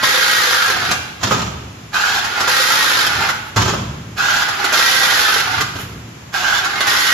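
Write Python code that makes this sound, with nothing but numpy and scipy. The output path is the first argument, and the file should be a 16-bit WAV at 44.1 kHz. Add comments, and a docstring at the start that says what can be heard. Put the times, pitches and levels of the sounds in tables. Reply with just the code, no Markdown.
"""Whining, clattering bursts of a cordless rebar tier, then booms and rattles of a steel mesh in a wooden frame.
In each tie gear noise and wire rasp spin up, slack gears tick as the drive creeps, a tooth whine twists and
sags under load, and the drive ticks home; shaped contact noise makes the clacks inside the casing.
Pulling the nose free cracks, rings the mesh modes and shakes the frame. A bare room echoes it all over soft air."""
import sys
import numpy as np
from scipy import signal
from scipy.fft import rfft, irfft, next_fast_len
from scipy.io import wavfile
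from scipy.ndimage import uniform_filter1d, map_coordinates

SR = 44100
rng = np.random.default_rng(int(sys.argv[2]) if len(sys.argv) > 2 else 0)


def unload_wav(signal):
    """Save mono or channel-first audio to the path in sys.argv[1] as 16-bit WAV at rate SR, clipped to [-1, 1]."""
    wavfile.write(
        sys.argv[1],
        SR,
        np.round(np.clip(np.atleast_2d(signal).T, -1, 1) * 32767).astype(np.int16),
    )


N = 314433
TIME = np.arange(N) / SR

# All levels in the tables are relative: the layers trim them further.
# The ties. Each row: trigger in seconds, wait for the twist in seconds, twist length in seconds, way home
# in seconds, loudness in dB, sag of the whine at full load in Hz, homing gears in dB, end stop in dB.
TIES = [(-0.518, 0.55, 0.693, 0.19, -0.65, 345.4, -21, -5.5),
        (1.928, 0.55, 0.603, 0.22, 0.06, 285.7, -19.5, -14.5),
        (4.167, 0.56, 0.69, 0.192, 0, 315.7, -22, -7), (6.329, 0.542, 0.63, 0.2, -1.07, 330.4, -12, -12)]
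# The nose snags on the mesh. Each row: time in seconds, crack of the bars in dB, boom in dB, knock of the
# frame in dB.
SNAGS = [(1.214, -19, -30, -38), (1.234, -2.5, -18, -22), (1.311, -9.5, -29, -6), (1.32, -7.5, -20.5, -6.5),
         (1.342, -17, -21, -16.5), (3.567, -11.5, -14.5, -9.5), (3.577, -5.5, -15.5, -6),
         (3.66, -14, -23, -11), (3.68, -9.5, -20, -12.5), (3.739, -18.5, -27, -12),
         (5.756, -19, -26.5, -30)]
# The nose slides off the tied wire. Each row: time in seconds, peak in dB.
SCRAPES = [(3.48, -39), (5.81, -28.5)]
# The tool leans on the frame. Each row: time in seconds, peak in dB.
LEANS = [(0.9, -31.5), (3.2, -32), (5.6, -31), (5.95, -31.5)]
# A feed stroke jolts, eases and pulls again. Each row: seconds after the trigger, gear chatter in dB.
FEED_CHATTER = [(0, -18.5), (0.035, -14), (0.06, -24.5), (0.13, -16), (0.2, -18), (0.274, -23)]

# Spectra of the wire feed, creeping gears, twisting gears, clacks in the casing, mesh contacts, frame boom,
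# room air, wire scrape and frame knock. Each row: frequency in Hz, noise density in dB.
FEED_COLOUR = [(100, -10.5), (550, -11.5), (760, 2.5), (1050, -0.5), (2100, -2.5), (2900, -2), (4200, -3),
               (7000, -8.5), (10000, -19.5), (14500, -21)]
CREEP_COLOUR = [(100, -29.5), (330, -6.5), (600, -12.5), (790, 1), (1000, -6), (1400, 6.5), (1900, -3),
                (3200, -6.5), (5000, -9), (7000, -17), (10000, -23.5), (14500, -28)]
TWIST_COLOUR = [(100, -30), (300, -9.5), (520, -6), (630, -8.5), (800, -1), (1250, 0.5), (2100, 2.5),
                (2650, -1), (3400, 2.5), (5200, -0.5), (7200, -7), (10000, -10), (14500, -14.5)]
CLACK_COLOUR = [(100, -12.5), (400, -6), (900, -0.5), (1400, 6), (2200, -2), (4000, -5), (7000, -7.5),
                (14500, -23)]
MESH_COLOUR = [(100, -6.5), (230, -1), (360, 3.5), (550, -7), (800, -0.5), (1200, 4), (2100, -5.5),
               (2800, -1.5), (4500, -5.5), (7000, -6), (10000, -23), (14500, -25.5)]
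SWAY_COLOUR = [(25, -39), (42, -36), (68, 0.5), (110, -6.5), (150, -2), (220, -6), (350, -15.5), (500, -21),
               (1000, -50), (4000, -91)]
AIR_COLOUR = [(25, -10), (70, 4.5), (200, 5), (270, -0.5), (340, 1), (500, -5), (1200, -3.5), (2700, -7.5),
              (4500, -13), (7000, -12), (10000, -23), (14500, -25.5)]
SCRAPE_COLOUR = [(300, -5), (1500, 10), (5000, -5), (12000, -4.5)]
KNOCK_COLOUR = [(100, -8), (350, -5.5), (700, -2), (1300, 2.5), (2000, -16), (6000, -32.5)]

# Resonances of the gear casing while feeding and twisting. Each row: frequency in Hz, width in Hz, level in dB.
FEED_RINGS = [(1422, 273, -4), (1620, 120.4, 0.5)]
TWIST_RINGS = [(1277, 173, -7.5), (1443, 150, -5), (1617, 79, -3)]
# Ringing modes of mesh and frame. Each row: frequency in Hz, level in dB, time to fall 60 dB in seconds.
MESH_MODES = [(111, 0, 0.44), (118.8, -4.5, 0.36), (186, -9.5, 0.49), (210.4, -8, 0.5), (270, -6, .3),
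              (353, 0, 0.11), (705, -15, 0.98), (1100, -20, .45), (1120, -19, .4), (1330, -18, .3),
              (1580, -5, .4), (2584, -16, .5), (2690, -25, 1), (7100, -31, 0.74)]
# The room's decay. Each row: frequency in Hz, time to fall 60 dB in seconds.
ROOM_T60 = [(100, 1), (500, 1), (1500, 0.8), (4000, 1), (8000, 0.43), (14000, 1)]

TRIGGER, WAIT_S, TWIST_S, HOMING_S, TIE_DB, SAG_HZ, HOMING_DB, STOP_DB = np.transpose(TIES)
TWIST_START = TRIGGER + WAIT_S
TWIST_END = TWIST_START + TWIST_S
HOME = TWIST_END + HOMING_S
# Every tie feeds, cuts and grips at the same times: seconds after the trigger.
FEED_S, CUT_S, GRIP_S = 0.276, 0.319, 0.478


def from_db(db):
    """Turn decibels into an amplitude factor."""
    return 10 ** (np.asarray(db) / 20)


def rms_one(x):
    """Scale a signal to an rms of 1."""
    return x / np.sqrt(np.mean(x ** 2) + 1e-20)


def at_hz(points, hz):
    """Read a table on a log-frequency axis."""
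    known, values = np.transpose(points)
    return np.interp(np.log(np.maximum(hz, 1)), np.log(known), values)


def drift(hz):
    """Random wander of rms 1 through about two new values per cycle of the given rate."""
    knots = rng.standard_normal(int(N / SR * hz * 2) + 2)
    return rms_one(np.interp(TIME, np.linspace(0, N / SR, len(knots)), knots))


def colour(x, points):
    """Causal (minimum-phase) filter with the given spectrum; white noise keeps its power."""
    size = 2 * next_fast_len(N // 2 + SR // 10)
    hz = np.arange(size // 2 + 1) * SR / size
    gain = rms_one(from_db(at_hz(points, hz)))
    # folding the cepstrum forward in time gives the minimum phase
    cepstrum = irfft(np.log(gain))[:size // 2]
    cepstrum[1:] *= 2
    response = np.exp(rfft(cepstrum, size))
    return irfft(rfft(x, size) * response)[..., :N]


def resonate(x, rings):
    """Parallel resonances of alternating sign; rms 1."""
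    out = 0
    for k, (hz, width, db) in enumerate(rings):
        r = np.exp(-np.pi * width / SR)
        poles = [1, -2 * r * np.cos(2 * np.pi * hz / SR), r * r]
        ring = (1 - r * r) * signal.lfilter([1, 0, -1], poles, x)
        out = out + (-1) ** k * from_db(db) * ring
    return rms_one(out)


def grains(per_s, spread_db, hiss):
    """Random metal contacts of uneven size over a sliding hiss; rms 1."""
    born = rng.random(N) < per_s / SR
    white = rng.standard_normal(N)
    size_db = spread_db * np.minimum(rng.exponential(1, N)[born], 4)
    clicks = np.zeros(N)
    clicks[born] = from_db(size_db) * np.sign(white[born])
    return rms_one(rms_one(clicks) + hiss * white)


def throb(turns, fade, depth, uneven_db):
    """Once a turn the gears bite, each time with another force, and relax within a share of the turn."""
    bite_forces = from_db(uneven_db * rng.standard_normal(int(turns[-1]) + 1))
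    force = bite_forces[turns.astype(int)]
    return rms_one(1 + depth * force * np.exp(-(turns % 1) / fade))


def stroke(starts, ends, edge_s):
    """For a motor that runs between these times: soft gate, age (s), progress (0-1) and number of the run."""
    run = np.maximum(np.searchsorted(starts, TIME + edge_s) - 1, 0)
    age, length = TIME - starts[run], (ends - starts)[run]
    running = (age >= 0) * (age < length) * 1.
    on = uniform_filter1d(running, max(1, int(edge_s * SR)))
    age = np.clip(age, 0, length)
    return on, age, age / length, run


def swells(times, levels_db, rise_s, fade_s):
    """Envelope of events that each rise to their time and die away; their powers add."""
    power = np.zeros(N)
    for s, db in zip(times, levels_db):
        near = slice(*np.searchsorted(TIME, [s - 8 * rise_s, s + 8 * fade_s]))
        age = TIME[near] - s
        shape = np.exp(-np.maximum(age / fade_s, -age / rise_s))
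        power[near] += (from_db(db) * shape) ** 2
    return np.sqrt(power)


def bursts(times, levels_db, rise_s, fade_s):
    """Every blow is a flurry of contacts with a short soft rise and a longer fall."""
    return swells(times, levels_db, rise_s, fade_s) * grains(per_s=4000, spread_db=1.5, hiss=0.97)


def two_ports(draws, alike_hz):
    """Diffuse sound at two close microphones: shared in the bass, unrelated above."""
    mid, side = draws
    side = signal.sosfilt(signal.butter(2, alike_hz, "high", fs=SR, output="sos"), side)
    return np.array([mid + side, mid - side]) / np.sqrt(2)


def room_air(level_db=-37.5):
    """The still room is a steady bed of coloured noise, wider in the treble than in the bass."""
    return from_db(level_db) * colour(two_ports(rng.standard_normal((2, N)), alike_hz=350), AIR_COLOUR)


def room(x, early_db, early_s, late_db):
    """Quick reflections from wall and frame, then a tail that dies band by band."""
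    t = TIME[:SR]
    edges = np.geomspace(60, 16000, 9)  # Hz
    tail = 0
    for low, high in zip(edges, edges[1:]):
        band_pass = signal.butter(2, [low, high], "band", fs=SR, output="sos")
        band = signal.sosfilt(band_pass, rng.standard_normal((2, SR)))
        t60 = at_hz(ROOM_T60, np.sqrt(low * high))
        tail = tail + band * np.exp(-np.log(1000) * t / t60)
    sparse = rng.standard_normal((2, SR)) * (rng.random(SR) < .06)
    early = sparse * np.exp(-t / early_s) * (t > .001)
    response = from_db(early_db) * rms_one(early) + from_db(late_db) * rms_one(tail * (t > .008))
    ports = two_ports(response, alike_hz=463) / np.sqrt(SR)
    return signal.fftconvolve(x[None], ports, axes=1)[:, :N]


def moving_room(x, wander_s=0.000356, place_count=2):
    """The tool wanders over the mesh: each place has its own echoes, and their paths keep changing in length."""
    place = np.linspace(0, place_count - 1, N)
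    echo = 0
    for k in range(place_count):
        share = np.cos(np.pi / 2 * np.minimum(abs(place - k), 1))
        echo = echo + room(x * share, early_db=0.0, early_s=0.01, late_db=-4.0)
    moved = []
    for side in echo:
        path = np.maximum(TIME - wander_s * (2 + drift(2.5)), 0)
        moved.append(map_coordinates(side, [path * SR], order=3))
    return np.array(moved)


def sway(held_db=-45.0, shaken_db=-9.0):
    """The whole frame booms as the tool leans on it and lets go; its lowest mode stands out."""
    times, _, booms_db, _ = np.transpose(SNAGS)
    shaken = swells(times, booms_db + shaken_db, rise_s=0.0051, fade_s=0.28)
    leaning = swells(*np.transpose(LEANS), rise_s=0.13, fade_s=0.19)
    rumble = colour(rng.standard_normal(N), SWAY_COLOUR)
    lowest_mode = resonate(rng.standard_normal(N), [(109.7, 16.6, 0)])  # Hz, width Hz, dB
    boom = from_db(-2.0) * rumble + from_db(-2) * lowest_mode
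    return np.sqrt(from_db(held_db) ** 2 + shaken ** 2 + leaning ** 2) * boom


def scrapes():
    """Steel slides on wire with a short, bright rasp."""
    rasp = colour(grains(per_s=1700, spread_db=-2.5, hiss=0.6), SCRAPE_COLOUR)
    return swells(*np.transpose(SCRAPES), rise_s=0.032, fade_s=0.024) * rasp


def ring_mesh(times, booms_db):
    """Each jerk strikes every mode of mesh and frame, with slightly uneven force, and the modes ring out."""
    ringing = np.zeros(N)
    for hz, mode_db, t60 in MESH_MODES:
        blows = np.zeros(N)
        uneven_db = 0.61 * rng.standard_normal(len(times))
        blows[(times * SR).astype(int)] = from_db(booms_db + mode_db + uneven_db)
        r, w = from_db(-60 / (t60 * SR)), 2 * np.pi * hz / SR
        # the tiny offset keeps the filter clear of vanishingly small numbers
        ringing += signal.lfilter([.5, 0, -.5], [1, -2 * r * np.cos(w), r * r], blows + 1e-18)
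    return ringing


def snags(crack_db=-7.5, rattle_db=-14.5, knock_db=-4, ringing_db=-8):
    """The nose jerks free: a crack, ringing bars, and the mesh knocking and chattering against its frame."""
    times, cracks_db, booms_db, knocks_db = np.transpose(SNAGS)
    ringing = ring_mesh(times, booms_db)
    crack = from_db(crack_db) * bursts(times, cracks_db, rise_s=0.0027, fade_s=0.0086)
    chatter = swells(times, cracks_db, rise_s=0.0093, fade_s=0.062)
    chatter = chatter * grains(per_s=790, spread_db=3.5, hiss=0.33)
    rattle = from_db(rattle_db + 4 * drift(45)) * chatter
    knock = colour(bursts(times, knocks_db, rise_s=0.0024, fade_s=0.0077), KNOCK_COLOUR)
    return colour(crack + rattle, MESH_COLOUR) + from_db(knock_db) * knock + from_db(ringing_db) * ringing


def clacks(cut_db=-13, grip_db=-8, engage_db=-8, trim_db=-2.5):
    """In each tie the cutter, the hook, the drive and the end stop strike inside the casing."""
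    times = np.column_stack([TRIGGER + CUT_S, TRIGGER + GRIP_S, TWIST_START, HOME]).ravel()
    levels_db = np.ravel([(cut_db, grip_db, engage_db, stop_db) for stop_db in STOP_DB])
    blows = bursts(times, levels_db, rise_s=0.0025, fade_s=0.0098)
    return from_db(trim_db) * colour(blows, CLACK_COLOUR)


def creep(turn_hz=75, out_db=-24, gripping_db=-20, grip_lead_s=0.05, homing_rise_db=3,
          whine_hz=2180, whine_sag_hz=250, whine_db=-28):
    """At low power slack gears tick unevenly: out to the wire, louder and whining at the grip, then home."""
    grip = TRIGGER + GRIP_S - grip_lead_s
    out = stroke(TRIGGER + FEED_S, grip, edge_s=0.0065)[0]
    gripping, _, closed, _ = stroke(grip, TWIST_START, edge_s=0.0065)
    homing, _, progress, tie = stroke(TWIST_END, HOME, edge_s=0.0065)
    homing_db = HOMING_DB[tie] + homing_rise_db * progress ** 2
    level = out * from_db(out_db) + gripping * from_db(gripping_db) + homing * from_db(homing_db)
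    turns = np.cumsum(turn_hz * from_db(2.2 * drift(6))) / SR
    bite = throb(turns, fade=0.13, depth=2.2, uneven_db=1.5)
    ticks = grains(per_s=2000, spread_db=-0.5, hiss=0.16) * bite
    whine_pitch = (whine_hz - whine_sag_hz * closed) * (1 + 0.0196 * drift(200))
    whine = np.sin(2 * np.pi * np.cumsum(whine_pitch) / SR)
    return level * colour(ticks, CREEP_COLOUR) + gripping * from_db(whine_db) * whine


def feed(start_hz=85, gain_hz_per_s=175, top_hz=124, tooth_count=14,
         rasp_db=-21.5, rasp_rise_db=2, overtone_db=-6):
    """The feed wheel speeds up in each stroke; its teeth ring the casing while wire rasps through the guide."""
    on, age, progress, tie = stroke(TRIGGER, TRIGGER + FEED_S, edge_s=0.026)
    wheel_hz = np.minimum(start_hz + gain_hz_per_s * age, top_hz)
    turns = np.cumsum(wheel_hz * (1 + .02 * drift(80))) / SR
    bite = throb(turns, fade=0.071, depth=11, uneven_db=3)
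    tooth_phase = 2 * np.pi * tooth_count * turns
    contacts = grains(per_s=2500, spread_db=4.5, hiss=0.23) + 0.15 * np.sin(tooth_phase)
    chatter = resonate(bite * contacts, FEED_RINGS)
    sliding = grains(per_s=2400, spread_db=2.0, hiss=0.59)
    rasp = colour(sliding * throb(turns, fade=0.18, depth=0.84, uneven_db=3.0), FEED_COLOUR)
    overtone = from_db(overtone_db) * np.sqrt(bite) * np.sin(2 * tooth_phase)
    wire = from_db(rasp_db + rasp_rise_db * progress) * (rasp + overtone)
    chatter_db = np.interp(age, *np.transpose(FEED_CHATTER))
    return on ** 2 * from_db(TIE_DB[tie]) * (wire + from_db(chatter_db) * chatter)


def twist(free_hz=1922, spin_up_hz=88, spin_up_s=0.055, tight_from=0.35, sag_power=1.6,
          tooth_count=33, pinion_count=9, whine_db=-23, whine_load_db=-5.0, pinion_db=-41,
          clatter_db=-16, clatter_load_db=-1, treble_load_db=-3, treble_hz=3000,
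          ring_db=-20.5, ring_load_db=2.0):
    """The hook spins near 58 turns/s: gears clatter each turn, dull with load, and the tooth whine sags."""
    on, age, progress, tie = stroke(TWIST_START, TWIST_END, edge_s=0.012)
    # the wire tightens from this share of the stroke on
    load = np.clip((progress - tight_from) / (1 - tight_from), 0, 1) ** sag_power
    tooth_hz = free_hz - spin_up_hz * np.exp(-age / spin_up_s) - SAG_HZ[tie] * load
    teeth = np.cumsum(tooth_hz * (1 + .003 * drift(40))) / SR
    turns = teeth / tooth_count
    tooth_tone = np.sin(2 * np.pi * teeth)
    bite = throb(turns, fade=0.21, depth=3.1, uneven_db=0.7)
    clatter = colour(bite * grains(per_s=2000, spread_db=3.0, hiss=0.46), TWIST_COLOUR)
    treble = signal.sosfilt(signal.butter(1, treble_hz, "high", fs=SR, output="sos"), clatter)
    clatter = clatter - (1 - from_db(treble_load_db * load)) * treble
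    # as the whine sags into the casing's resonances it turns into a growl
    contacts = grains(per_s=2000, spread_db=-1.0, hiss=0.66) + 0.045 * tooth_tone
    ring = resonate(bite * contacts, TWIST_RINGS)
    whine = from_db(whine_db + whine_load_db * load + 2.0 * drift(30)) * tooth_tone
    pinion_tone = np.sin(2 * np.pi * pinion_count * turns)
    pinion = from_db(pinion_db + 6.8 * drift(30)) * bite * pinion_tone
    gears = from_db(clatter_db + clatter_load_db * load) * clatter
    gears = gears + from_db(ring_db + ring_load_db * load) * ring
    return on * from_db(TIE_DB[tie]) * (gears + whine + pinion)


def from_the_right(x, shadow_db=-7, low_hz=1100, high_hz=9000):
    """The left microphone is shadowed from the direct sound in the middle and treble."""
    band_pass = signal.butter(1, [low_hz, high_hz], "band", fs=SR, output="sos")
    shadowed = signal.sosfilt(band_pass, x)
    return np.array([x - (1 - from_db(shadow_db)) * shadowed, x])


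def scene():
    """Tool and mesh lie a little to the right, within arm's reach, over the room's air and echoes."""
    near = scrapes() + snags() + clacks() + creep() + feed() + twist()
    direct = from_db(-1.5) * from_the_right(near)
    echo = moving_room(near) * from_db([[-1], [.4]])  # left, right
    return room_air() + sway() + echo + direct


def record(dry, ceiling=.88, gap_low_hz=7750, gap_high_hz=9300, cutoff_hz=14400):
    """Peaks are rounded; a narrow band of the treble is missing and the top is cut."""
    rounded = dry / (1 + np.abs(dry / ceiling) ** 3) ** (1 / 3)
    passes = signal.firwin(601, [gap_low_hz, gap_high_hz, cutoff_hz], window=("kaiser", 6), fs=SR)
    return signal.fftconvolve(rounded, passes[None], "same", axes=1)


dry = scene()
out = record(dry)
unload_wav(out)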